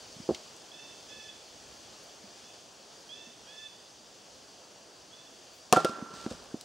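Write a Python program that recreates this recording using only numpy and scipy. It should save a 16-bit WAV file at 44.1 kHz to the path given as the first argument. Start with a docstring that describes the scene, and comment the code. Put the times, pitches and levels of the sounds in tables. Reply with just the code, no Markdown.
"""Splitting firewood outdoors

A firewood round is set down on the block, an axe cracks it, the halves tumble and chips scatter.
Blows layer a sine thud, decaying wood modes and a noise crack; ticks and chips are shaped noise.
The axe head rings in sine modes and its swing hisses. Far off, a jay calls in fluttering harmonics
with echoes from the trees. Behind it all, filtered noise makes rumble, distant traffic and wind."""
import sys
import numpy as np
from scipy import signal
from scipy.fft import rfft, irfft, next_fast_len
from scipy.io import wavfile
from scipy.ndimage import uniform_filter1d, map_coordinates

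SR = 44100
rng = np.random.default_rng(int(sys.argv[2]) if len(sys.argv) > 2 else 0)


def master_out(mix):
    """Clip the mix to full scale and print it as 16-bit PCM to the path in sys.argv[1]."""
    frames = np.transpose(np.atleast_2d(mix))
    ceiling = np.clip(frames, -1, 1)
    pcm = np.round(ceiling * 32767).astype(np.int16)
    wavfile.write(sys.argv[1], SR, pcm)


def rack_gain(trim_db):
    """Turn a fader trim in dB into the linear factor to multiply a signal by."""
    fader = np.asarray(trim_db, float)
    return 10 ** (fader / 20)


N = 292824  # samples


def unit(x):
    """Scales a sound to rms 1."""
    return x / np.sqrt(np.mean(x ** 2) + 1e-20)


def along(points, hz):
    """Reads a curve of (Hz, value) points on a log frequency axis."""
    point_hz, value = np.transpose(points)
    return np.interp(np.log(hz + 1), np.log(point_hz + 1), value)


def wobble(rate):
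    """Draws a smooth random curve with rate knots a second."""
    knots = rng.standard_normal(int(N * rate / SR) + 4)
    return map_coordinates(knots, [np.arange(N) * rate / SR])


def filtered(x, response):
    """Shapes a sound's spectrum with a response given as a function of Hz."""
    n = x.shape[-1]
    padded = next_fast_len(n + 8192)
    spectrum = rfft(x, padded) * response(np.fft.rfftfreq(padded, 1 / SR))
    return irfft(spectrum, padded)[..., :n]


def add(out, s, sound, pan_db):
    """Places a mono sound at s seconds; pan_db is left over right."""
    part = out[:, round(s * SR):][:, :len(sound)]
    part += rack_gain([[pan_db / 2], [-pan_db / 2]]) * sound[:part.shape[1]]


def ringing(modes, t, scatter_db):
    """Sums a struck body's decaying sine modes, each at a newly scattered strength."""
    hz, db, t60 = np.transpose(modes)[:, :, None]
    db = db + scatter_db * rng.standard_normal(hz.shape)
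    return np.sum(rack_gain(db - 60 * t / t60) * np.sin(2 * np.pi * hz * t), axis=0)


def echoes(x, decay, delay, alike):
    """Smears a sound with a diffuse noise tail in which each frequency dies at its own speed."""
    hz, t, z = signal.stft(rng.standard_normal((3, SR)), SR, nperseg=256)
    dying = z * rack_gain(-60 * t / along(decay, hz)[:, None])
    tail = signal.istft(dying, SR, nperseg=256)[1]
    tail = alike * tail[0] + (1 - alike) * tail[1:]  # a shared part plus one for each side
    late = np.pad(x, ((0, 0), (round(delay * SR), 0)))
    return signal.fftconvolve(late, tail / np.linalg.norm(tail[0]), axes=1)[:, :N]


# Blows on wood. Each row: start in seconds, level in dB, thud pitch in Hz, wood modes in dB
# against that level, crack in dB against that level.
BLOWS = [(0.164, -34, 175, -20, -30), (0.2, -29, 199, -24, -18.5), (0.2903, -13, 402, -12, -60),
         (0.2963, -16, 430, -20, -50), (0.3073, -14.5, 373, -16, -50), (5.7256, -9, 877, -2, 4.5),
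         (5.7337, -8.5, 456, -22, -6), (5.763, -16.5, 944, -7, -5), (5.7697, -13, 380, 0.5, -7.5),
         (5.8467, -11.5, 365, -11, -3.5), (5.8527, -16, 553, -16, -8.5), (5.894, -27.5, 275, -9, -1.5),
         (6.023, -23, 235, -22, -32), (6.136, -34, 205, -20, -18), (6.263, -19, 299, -14.5, -15.5),
         (6.312, -29, 278, -4.5, -17.5), (6.345, -37, 170, -16, -30), (6.5422, -19.5, 283, -15.5, -32)]
# What the wood rings with. Each row: mode in Hz, level in dB, t60 in seconds.
WOOD_MODES = [(162, -32, 0.3), (236, -1, 0.069), (368, 4, 0.033), (507.5, 1, 0.052), (643, -2, 0.073),
              (734.4, 2.5, 0.068), (920, -15, 0.064), (1083, 1, 0.072), (1190, 4.5, 0.03),
              (1480, -8, 0.037), (1767, -16, 0.099)]
# The colour of tearing fibres. Each row: frequency in Hz, relative density in dB per Hz.
CRACK_COLOUR = [(700, -10), (1300, 12.5), (2000, -10), (2800, -1), (4000, -4.5), (5500, -3.5), (8500, -5.5),
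                (12000, -8), (16500, -22)]


def knocks():
    """Each blow is a short thud, the wood's modes and a crack of tearing fibres."""
    thud_t60_s, thud_cycles = 0.0084, 2.2  # a thud dies in this time plus so many of its own cycles
    weak_top_hz, top_gain_hz_per_db = 7000, 396  # treble corner of a crack at -31 dB; stronger is higher
    out, t = np.zeros((2, N)), np.arange(SR // 3) / SR
    for s, db, thud_hz, modes_db, crack_db in BLOWS:
        t60 = thud_t60_s + thud_cycles / thud_hz
        thud_rise = (1 - np.exp(-t * thud_hz * 2.02)) ** 2
        thud = -rack_gain(8.5 - 60 * t / t60) * thud_rise * np.sin(2 * np.pi * thud_hz * t)

        # a soft contact lasts long and cannot reach the modes far above its thud
        reached = [(hz, level - 6 * np.log2(1 + (hz / thud_hz / 2.2) ** 6), life)
                   for hz, level, life in WOOD_MODES]
        wood = -ringing(reached, t, scatter_db=3) * (1 - np.exp(-t / .001))

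        top_hz = max(weak_top_hz + top_gain_hz_per_db * (db + crack_db + 31), 2000)
        colour = lambda hz: rack_gain(along(CRACK_COLOUR, hz)) / (1 + (hz / top_hz) ** 4)
        fibres = unit(filtered(rng.standard_normal(len(t)), colour))
        snap = rack_gain(-60 * t / .009) * (1 - np.exp(-t / .0005))
        duller = filtered(fibres, lambda hz: 1 / (1 + (hz / 7000) ** 4))
        splinters = rack_gain(-15.0 - 60 * t / 0.096) * duller

        add(out, s, rack_gain(db) * (thud + rack_gain(modes_db) * wood), pan_db=-1.5)
        add(out, s, rack_gain(db + crack_db) * (snap * fibres + splinters), pan_db=2.3)
    return out


# The axe head. Each row: mode in Hz, level in dB, t60 in seconds.
HEAD_MODES = [(1366, 0, .27), (1356, -19, 5), (5150, -32, .05), (8650, -35, .25)]
# The head rings until the wood grips it again. Each row: struck at in seconds, level in dB,
# gripped at in seconds.
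HEAD_RINGS = [(5.7628, -15, 5.809), (5.85, -28, 6.285)]
# The blade's swish. One row: middle in seconds, half length in seconds, level in dB.
BLADE_SWISH = (5.56, .04, -65)


def axe():
    """The blade hisses through the air; later its head rings a little unevenly between contacts."""
    out, t = np.zeros((2, N)), np.arange(SR // 2) / SR
    for s, db, gripped in HEAD_RINGS:
        since_grip = np.clip(t - (gripped - s), 0, 1)
        free = np.clip(t / .001, 0, 1) * rack_gain(-60 * since_grip / .02)
        add(out, s, rack_gain(db) * free * ringing(HEAD_MODES, t, scatter_db=1.5), pan_db=-5.0)
    middle, half, db = BLADE_SWISH
    bright = lambda hz: 1 / (1 + (9000 / (hz + 1)) ** 4)
    air_hiss = unit(filtered(rng.standard_normal((2, N)), bright))
    swish = rack_gain(db) * np.exp(-((np.arange(N) / SR - middle) / half) ** 2) * air_hiss
    return out * rack_gain(1.2 * wobble(40)) + swish


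# Showers of chips and sawdust. Each row: start in seconds, level in dB, treble against the low part
# in dB, t60 in seconds.
CHIP_SHOWERS = [(5.725, -24, -2.5, 0.33), (5.765, -21, -17, 0.22), (5.848, -31, -5, 0.3),
                (5.9, -41, -27, 2.24), (6.13, -50, 5.5, 1.37), (6.29, -48.5, 5, 0.38)]
# The colour of the chips. Each row: frequency in Hz, relative density in dB per Hz.
CHIP_COLOUR = [(88, -33), (150, -11), (440, -5.5), (800, -11), (1380, -7), (2140, -20.5), (2900, -14.5),
               (5100, -13.5), (8000, -19), (11000, -33), (16000, -47)]


def chips():
    """Dense noise grains of uneven size; each shower sets in fast and thins out."""
    rise_s = .016
    start, db, bright_db, t60 = np.transpose(CHIP_SHOWERS)[:, :, None]
    since = np.clip(np.arange(N) / SR - start, 0, None)
    flow = rack_gain(db - 60 * since / t60) * (1 - np.exp(-since / rise_s))
    low_gain = np.linalg.norm(flow, axis=0)  # showers add in power
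    high_gain = np.linalg.norm(flow * rack_gain(bright_db), axis=0)
    grains = rng.standard_normal((2, N)) * rack_gain(2.5 * wobble(500) + .8 * wobble(40))
    stereo = grains[0] + 0.27 * grains[1] * [[1], [-1]]
    sound = unit(filtered(stereo, lambda hz: rack_gain(along(CHIP_COLOUR, hz))))
    low = filtered(sound, lambda hz: 1 / (1 + (hz / 2000) ** 4))
    return low_gain * low * rack_gain([[-.9], [.9]]) + high_gain * (sound - low)


# Dry ticks of bark and chips. Each row: time in seconds, level in dB, centre in Hz.
BARK_TICKS = [(0.348, -26.5, 3400), (.566, -46, 5860), (5.967, -57, 9000), (2.04, -53, 10000),
              (6.4403, -50, 6900), (6.573, -52, 6550), (6.6114, -33.5, 5340)]


def ticks():
    """Short bright noise snaps inside a little scrape."""
    out, t = np.zeros((2, N)), np.arange(-SR // 100, SR // 12) / SR
    for s, db, centre_hz in BARK_TICKS:
        band = lambda hz: 1 / (1 + (np.log2((hz + 1) / centre_hz) / 0.82) ** 4) * (hz > 2000)
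        noise = unit(filtered(rng.standard_normal(len(t)), band))
        rise = rack_gain(60 * np.minimum(t, 0) / 0.014)
        snap, scrape = rack_gain(-60 * np.abs(t) / 0.008), rack_gain(-13 - 60 * t / 0.09)
        add(out, s + t[0], rack_gain(db - 5) * noise * rise * (snap + scrape), pan_db=1.2)
    return out


# Soft thumps through the ground. Each row: start in seconds, level in dB, pitch in Hz.
GROUND_THUMPS = [(.312, -35, 73), (2.237, -43.5, 195), (3.268, -44, 233), (6.31, -35, 55)]


def thumps():
    """Each thump is a dull, low, decaying sine with a soft start."""
    t60_s, rise_s = 0.09, 0.004
    out, t = np.zeros((2, N)), np.arange(SR // 4) / SR
    for s, db, hz in GROUND_THUMPS:
        swell = rack_gain(db - 60 * t / t60_s) * (1 - np.exp(-t / rise_s))
        add(out, s, swell * np.sin(2 * np.pi * hz * t), pan_db=-2.5)
    return out


# Jay calls. Each row: start in seconds, end in seconds, pitch in Hz, 4th harmonic in dB,
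# slur time constant in seconds.
JAY_CALLS = [(.715, 0.948, 887, -53.5, 0.024), (1.085, 1.317, 867, -52, 0.016),
             (2.41, 2.562, 879, -62, 0.031), (3.09, 3.319, 895, -53.5, 0.04),
             (3.469, 3.69, 877, -53, 0.036), (5.111, 5.295, 871, -61.5, 0.024)]
# Far echoes among the trees. Each row: frequency in Hz, t60 in seconds.
TREE_DECAY = [(1500, 0.19), (3500, 0.78), (6000, 0.59)]


def jay():
    """A nasal harmonic call that slurs up to its pitch and flutters, smeared by the trees."""
    slur_depth_per_s = 3.0  # a longer slur starts lower: share of the pitch per second of slur
    second_db, third_db = -10.5, -5  # harmonics against the 4th
    repeat_s, repeat_fuller_db = .5, 6  # a call starting this soon after the last has a fuller 2nd harmonic
    voice, t = np.zeros(N), np.arange(N) / SR
    gaps = np.diff([-np.inf] + [call[0] for call in JAY_CALLS])
    for (start, end, hz, fourth_db, slur), gap in zip(JAY_CALLS, gaps):
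        since = np.clip(t - start, 0, 1)
        gate = np.clip(since / 0.0024, 0, 1) * np.clip((end - t) / 0.022, 0, 1)
        slur_up = slur_depth_per_s * slur * np.exp(-since / slur)
        final_drop = 0.016 * np.exp((np.minimum(t, end) - end) / 0.023)
        pitch = hz * (1 - slur_up - final_drop)
        phase = 2 * np.pi * np.cumsum(pitch) / SR + 0.37 * wobble(70)
        opening = 14 * np.exp(-since / slur)  # dB: the low harmonics come up as the throat opens
        fuller_db = repeat_fuller_db * (gap < repeat_s)
        levels_db = [fourth_db + second_db + fuller_db - opening, fourth_db + third_db - opening,
                     fourth_db, fourth_db - 21, fourth_db - 9.5, fourth_db - 9.5]
        # each harmonic flutters on its own on the way through the leaves, the high ones most
        for k, db in enumerate(levels_db):
            flutter_db = min(k + 0.65, 2.4) * (1.9 * wobble(75) + 0.27 * wobble(14))
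            voice += gate * rack_gain(db + flutter_db) * np.sin((k + 2) * phase)
    voice = voice * rack_gain([[-2.8], [2.8]])
    return voice + rack_gain(-6) * echoes(voice, TREE_DECAY, delay=.015, alike=0.57)


# Stereo width of the open air. Each row: frequency in Hz, left-right likeness from 0 to 1.
AIR_LIKENESS = [(60, 0.71), (150, 0.69), (380, 0.91), (950, 0.61), (2380, 0.71), (5980, 0.99),
                (15000, 0.071)]
# Stereo balance of the open air. Each row: frequency in Hz, left over right in dB.
AIR_LEAN = [(60, -2), (180, -2.0), (550, -2), (1650, 1), (4970, 0.5), (15000, 4.5)]


def rush(spectrum, patchy_db):
    """Shapes stereo noise of rms 1 with patches of random gain in time and frequency."""
    z = signal.stft(rng.standard_normal((2, N + 512)), nperseg=512)[2]
    field = uniform_filter1d(rng.standard_normal(z.shape[1:]), 6, 0)
    field = uniform_filter1d(field, 12, 1)
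    pair = signal.istft(z * rack_gain(patchy_db * unit(field)), nperseg=512)[1][:, :N]
    turn = lambda hz: np.arccos(np.clip(along(AIR_LIKENESS, hz), -1, 1)) / 2
    widen = lambda hz: rack_gain(along(spectrum, hz)) * [np.cos(turn(hz)), np.sin(turn(hz))]
    mid, side = filtered(pair, widen)
    lean = lambda hz: rack_gain(np.outer([.5, -.5], along(AIR_LEAN, hz)))
    return unit(filtered(np.array([mid + side, mid - side]), lean))


# Colours of the rumble and the far traffic. Each row: frequency in Hz, relative density in dB per Hz.
RUMBLE_COLOUR = [(12, -57), (20, -24), (43, -9.5), (119, -19), (200, -30), (260, -17), (440, -120)]
TRAFFIC_COLOUR = [(59, -13), (100, -9), (237, -4.5), (306, -4), (409, -2.5), (643, -1), (1720, -15.5),
                  (2400, -54), (3120, -44), (5280, -120)]
# Filter for the noise that plays the leaves; its last two rows are a steep treble cut near 15.8 kHz,
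# which is no property of leaves. Each row: frequency in Hz, relative density in dB per Hz.
LEAF_NOISE_FILTER = [(1060, -11.5), (1800, -10.5), (2180, -12.5), (2770, -7), (3350, -6), (3640, -7.5),
                     (3910, -10), (4700, -2), (5200, -6), (6240, -5), (9420, -18), (15100, -33.5),
                     (15700, -20), (15900, -70)]
# Wind in the leaves. Each row: time in seconds, level in dB.
LEAF_WIND = [(0, -51.5), (.6, -52.5), (2.1, -53), (4.1, -55.5), (6.64, -55.5)]
# Swells of the rumble. Each row: middle in seconds, half length in seconds, rise in dB.
RUMBLE_SWELLS = [(.1, .2, 14), (1.65, 0.34, 16), (6.342, .25, 24.5)]


def air():
    """Low rumble, far traffic and wind in the leaves are filtered noises, each drifting a little."""
    t = np.arange(N) / SR
    wind_s, wind_db = np.transpose(LEAF_WIND)
    leaves_db = np.interp(t, wind_s, wind_db)
    # the traffic is carried on the wind and follows a share of its dB change
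    traffic_db = -57.5 + 0.67 * (leaves_db - leaves_db.mean())
    rumble_db = -77 + sum(db * np.exp(-((t - s) / half) ** 2) for s, half, db in RUMBLE_SWELLS)
    rumble = rack_gain(rumble_db + 1.1 * wobble(5)) * rush(RUMBLE_COLOUR, patchy_db=3.0)
    traffic = rack_gain(traffic_db + .5 * wobble(3)) * rush(TRAFFIC_COLOUR, patchy_db=1.1)
    leaves = rack_gain(leaves_db + 0.4 * wobble(4)) * rush(LEAF_NOISE_FILTER, patchy_db=.9)
    return rumble + traffic + leaves


# Near echoes of the yard. Each row: frequency in Hz, t60 in seconds.
YARD_DECAY = [(200, 0.093), (1500, 0.53), (10000, 0.29)]


def scene():
    """Mixes the work on the block with the yard's answer, the bird and the open air."""
    work = knocks() + thumps() + ticks() + chips()
    head = axe()
    to_yard = rack_gain(-17) * work + rack_gain(-24) * head
    yard = echoes(to_yard, YARD_DECAY, delay=0.0049, alike=0.61)
    return work + head + yard + jay() + air()


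def top_cut(x):
    """Nothing passes above the cut-off."""
    return signal.sosfilt(signal.butter(12, 16640, fs=SR, output="sos"), x)


def record(dry):
    """Cuts the bass, ducks the gain during and after loud blows, and rounds off overloads softly."""
    bass_cut = signal.butter(N=2, Wn=70, btype="high", fs=SR, output="sos")
    sound = signal.sosfilt(bass_cut, dry)
    keep = np.exp(-1 / (.07 * SR))  # the gain control hears power smoothed over 70 ms
    heard_power = signal.lfilter([1 - keep], [1, -keep], np.mean(sound ** 2, axis=0))
    heard_db = 10 * np.log10(heard_power + 1e-12)
    sound = sound * rack_gain(-.3 * np.clip(heard_db + 28, 0, 60))  # 0.3 dB down per dB above -28
    mix = sound / (1 + np.abs(sound / .7) ** 4) ** (1 / 4)
    return top_cut(mix)


dry = scene()
out = record(dry)
master_out(out)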